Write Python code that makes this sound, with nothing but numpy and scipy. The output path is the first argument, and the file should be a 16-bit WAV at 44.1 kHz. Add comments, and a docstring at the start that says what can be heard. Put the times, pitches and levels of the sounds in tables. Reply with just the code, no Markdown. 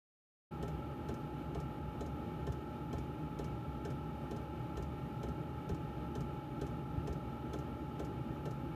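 """A low rumble and a rush of air: a diesel heater running on a shelf in a small wood-panelled room.
Its fan blows through a duct and hums on multiples of the shaft speed. One microphone stands in the
room, near enough to catch the fuel pump's plunger knocking in and clicking back about twice a second.
The burner's rumble surges with each stroke, and now and then the flame thumps."""
import sys
import numpy as np
from scipy.fft import rfft, irfft, next_fast_len
from scipy.io import wavfile
from scipy.ndimage import uniform_filter1d, map_coordinates

SR = 44100
rng = np.random.default_rng(int(sys.argv[2]) if len(sys.argv) > 2 else 0)


def store_wav(level_fs):
    """Save 16-bit WAV to argv[1]."""
    pcm = np.round(np.clip(np.atleast_2d(level_fs), -1, 1) * 32767)
    wavfile.write(sys.argv[1], SR, pcm.T.astype(np.int16))


N = 385875
FIRST_STROKE_S, STROKE_PERIOD_S = 0.6258, 0.4605  # the pump's beat, which the burner follows


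def amp(db):
    return 10 ** (np.asarray(db) / 20)


def along(points, hz):
    """Read (Hz, value) points on a log frequency axis."""
    point_hz, values = np.transpose(points)
    return np.interp(np.log(hz + 1), np.log(point_hz + 1), values)


def curve(rows):
    """Join (seconds, value) rows into one value per sample."""
    return np.interp(np.arange(N) / SR, *np.transpose(rows))


def wobble(rate):
    """A smooth random curve with `rate` knots a second."""
    knots = rng.standard_normal(int(N * rate / SR) + 4)
    return map_coordinates(knots, [np.arange(N) * rate / SR])


def noise(gain, size):
    """Noise of rms 1, coloured by a gain over frequency."""
    padded = next_fast_len(size)
    spectrum = rfft(rng.standard_normal(padded)) * gain(np.fft.rfftfreq(padded, 1 / SR))
    coloured = irfft(spectrum, padded)[:size]
    return coloured / np.sqrt(np.mean(coloured ** 2) + 1e-20)


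def add(track, start_s, sound):
    part = track[round(start_s * SR):][:len(sound)]
    part += sound[:len(part)]


# Broad spectrum of burner and air stream. Each row: frequency in Hz, relative level in dB.
FLOW_SPECTRUM = [(25, -37.5), (42, -28), (60, -7.5), (150, 1.5), (215, -10), (350, -7.5), (520, -22.5),
                 (850, -28.5), (1500, -32), (3000, -35.5), (4500, -47.5), (8000, -57), (14000, -52)]
# Resonances and cancellations of duct, case and room. Each row: centre in Hz, width in Hz, gain in dB.
DUCT_RESONANCES = [(66.8, 13, 7.5), (97, 8.4, -10.5), (191, 7.6, -8), (236, 11.2, 5), (296, 10.8, 3.5),
                   (378.4, 3.7, -5.5), (594.5, 50, 9), (636, 8.9, -10), (845, 65, 7.5), (1014, 9.7, -2.5),
                   (1037, 9, 4.5), (1120, 22, -3.5), (1173, 9.2, 5), (1257, 63, 9), (1340, 26, 9),
                   (1560, 21, 2.5), (1832, 8.5, 8.5), (2030, 93, -5.5), (2266, 7.9, 9.5), (2685, 25, -6.5),
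                   (2800, 52, 2), (3380, 52, -8.5), (3520, 48, 3), (6170, 42, 1), (6800, 39, 7),
                   (8700, 280, 2.5), (10050, 160, -3.5), (11900, 114, 8), (12420, 80, 3), (12650, 100, 4.5),
                   (13600, 210, -8)]

def duct(hz):
    """Duct, case and room colour the flow on its way to the microphone."""
    resonance_db = sum(db * np.exp(-0.5 * ((hz - centre) / width) ** 2)
                       for centre, width, db in DUCT_RESONANCES)
    return amp(along(FLOW_SPECTRUM, hz) + resonance_db)


# The flame's rumble between pump strokes. Each row: time in seconds, relative level in dB.
FLAME_LEVELS = [(0.53, -43.5), (1.36, -47.5), (1.48, -45), (2.32, -46.5), (2.44, -42.5), (2.67, -48.5),
                (2.91, -43.5), (3.15, -46.5), (3.51, -44), (4.22, -45.7), (4.46, -48), (4.58, -44),
                (6.01, -45), (6.25, -43.1), (6.49, -47), (7.08, -42.3), (7.2, -47), (8.75, -44.1)]

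def burner(gain_db=-0.5, edge_hz=195, flicker_db=0.88, surge_db=5.5, rise_s=0.013, fall_s=0.11):
    """The flame rumbles in the lowest resonances, surges after each pump stroke and flickers."""
    roar = noise(lambda hz: duct(hz) / np.sqrt(1 + (hz / edge_hz) ** 20), size=N)
    even_roar = roar / np.sqrt(np.abs(uniform_filter1d(roar ** 2, size=SR // 6)))
    since_stroke = (np.arange(N) / SR - FIRST_STROKE_S) % STROKE_PERIOD_S
    surge = (1 - np.exp(-(since_stroke / rise_s) ** 2)) * np.exp(-since_stroke / fall_s)
    level_db = curve(FLAME_LEVELS) + gain_db + surge_db * surge + flicker_db * wobble(rate=14)
    return amp(level_db) * even_roar


def air(level_db=-46.5, edge_hz=195, flutter_db=0.5):
    """Air blown into the room rushes above the rumble, fluttering a little."""
    stream = noise(lambda hz: duct(hz) / np.sqrt(1 + (edge_hz / (hz + 1)) ** 20), size=N)
    return amp(level_db + flutter_db * wobble(rate=12)) * stream


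# The fan motor. Each row: time in seconds, speed in turns per second.
SHAFT_SPEED = [(0.7, 40.66), (2.2, 40.67), (2.9, 40.79), (4.2, 40.86), (5.0, 40.79), (5.9, 40.7),
               (7.2, 40.74), (7.9, 40.78), (8.45, 40.88)]
# The fan's hum. Each row: multiple of the shaft speed, relative level in dB.
FAN_ORDERS = [(19, -81.5), (20, -63.3), (21, -60.5), (22, -77.5), (23, -80), (24, -84), (26, -81.5),
              (31, -78.5), (32, -69.3), (33, -70), (34, -78.6), (38, -84), (45, -86), (55, -87)]

def fan(gain_db=4):
    """Neighbouring shaft orders beat once a turn; turbulence makes each waver slightly."""
    shaft_angle = 2 * np.pi * np.cumsum(curve(SHAFT_SPEED)) / SR
    hum = np.zeros(N)
    for order, db in FAN_ORDERS:
        phase = order * shaft_angle + rng.uniform(0, 2 * np.pi) + 0.06 * wobble(rate=14)
        hum += amp(db + 0.42 * wobble(rate=7)) * np.sqrt(2) * np.sin(phase)
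    return amp(gain_db) * hum


def ticks(t, count, spectrum, attack_s, t60, room_t60, alike, room_db=-11):
    """Metal ticks with a short room tail; the share `alike` of their power is the same each time."""
    def dense_ring():
        return noise(lambda hz: amp(along(spectrum, hz)), size=len(t))
    decay = np.hypot(amp(-60 * t / t60), amp(room_db - 60 * t / room_t60))
    envelope = (1 - np.exp(-t / attack_s)) * decay
    common = np.sqrt(alike) * dense_ring()
    return [envelope * (common + np.sqrt(1 - alike) * dense_ring()) for _ in range(count)]


def ringing(t, modes, rise_s, scatter_db):
    """A body takes up a blow over the rise time and rings, each mode at a new strength."""
    ring = sum(amp(db + scatter_db * rng.standard_normal() - 60 * t / t60) * np.sin(2 * np.pi * hz * t)
               for hz, db, t60 in modes)
    return ring * (1 - np.exp(-(t / rise_s) ** 2))


# The plunger hitting its front and back stops. 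Each row: frequency in Hz, relative level in dB.
FRONT_STOP = [(300, -23), (900, -8), (2200, 1), (3300, 6), (4500, -3), (6200, 0.5), (8000, -5), (10000, -9),
              (14000, -11)]
BACK_STOP = [(300, -20), (900, -2), (2200, 3), (3300, -5), (4500, 4.5), (6200, 8), (8000, 0.5),
             (10000, -2.5), (14000, -4)]
# Modes of the pump's steel body, then of its bracket and the heater case.
# Each row: frequency in Hz, relative level in dB, seconds to fall by 60 dB.
STEEL_MODES = [(3103, 8, 0.048), (3520, 3.5, .07), (3980, -4, 0.084), (4040, -2, 0.12), (4360, -5, 0.09),
               (5330, 2, 0.06), (5490, -11, .08), (6140, 2.5, 0.07), (6800, 0, 0.091), (7140, -0.5, 0.049),
               (7800, -5, .06), (9700, -13, .05), (10650, -9, .05)]
CASE_MODES = [(233.6, -7.5, 0.21), (363.4, -5.5, 0.13), (405.6, -0.5, 0.14), (430, 6, 0.059),
              (535.5, -10, 0.18), (581, -10, .16), (687, -7.5, 0.1), (1048, -7.5, 0.042),
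              (1548, -13, 0.062), (1774, -14.5, 0.067)]

def pump(pull_db=-52.5, release_db=-58.2, spread_db=1.2, knock_db=-37, rebound_db=-50,
         return_s=0.0535, case_lag_s=0.002526):
    """The solenoid pulls the plunger in, its spring throws it back more softly; the case answers both."""
    track = np.zeros(N)
    t = np.arange(SR // 4) / SR
    strokes = np.arange(FIRST_STROKE_S, N / SR, STROKE_PERIOD_S)
    pulls = ticks(t, len(strokes), FRONT_STOP, attack_s=0.00072, t60=0.047, room_t60=0.18, alike=0.44)
    releases = ticks(t, len(strokes), BACK_STOP, attack_s=0.00081, t60=0.057, room_t60=0.17, alike=0.39)

    def hit_stop(start_s, tick, tick_db, case_db, case_rise_s):
        strength = amp(rng.normal(tick_db, spread_db))
        steel = amp(-14) * ringing(t, STEEL_MODES, rise_s=0.0013, scatter_db=3)
        case = amp(case_db) * ringing(t, CASE_MODES, case_rise_s, scatter_db=2)
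        add(track, start_s, strength * (tick + steel))
        add(track, start_s + case_lag_s, case)

    for start_s, pull, release in zip(strokes, pulls, releases):
        hit_stop(start_s, pull, pull_db, knock_db, case_rise_s=0.0057)
        hit_stop(start_s + return_s, release, release_db, rebound_db, case_rise_s=0.0016)
    return track


# Flares of the flame. Each row: centre time in seconds, level in dB, pitch in Hz.
FLARES = [(2.505, -32, 104), (5.724, -28, 85), (6.982, -30.5, 94)]

def flame_thumps(width_s=0.005):
    """Each flare gives the air one short, low push and pull."""
    t = np.arange(N) / SR
    track = np.zeros(N)
    for centre_s, db, hz in FLARES:
        envelope = np.exp(-0.5 * ((t - centre_s) / width_s) ** 2)
        track += amp(db) * envelope * np.sin(2 * np.pi * hz * (t - centre_s))
    return track


def scene():
    """The heater on its shelf, heard in mono from one spot in the room."""
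    return (burner() + air() + fan() + pump() + flame_thumps())[None]


def record(dry):
    """The microphone opens after half a second of silence and keeps nothing above its band limit."""
    open_s, fade_s, top_hz = 0.508, 0.011, 14200
    opened = dry * np.clip((np.arange(N) / SR - open_s) / fade_s, 0, 1)
    padded = next_fast_len(N + SR // 2)
    in_band = np.fft.rfftfreq(padded, 1 / SR) < top_hz
    return irfft(rfft(opened, padded) * in_band, padded)[:, :N]


dry = scene()
out = record(dry)
store_wav(out)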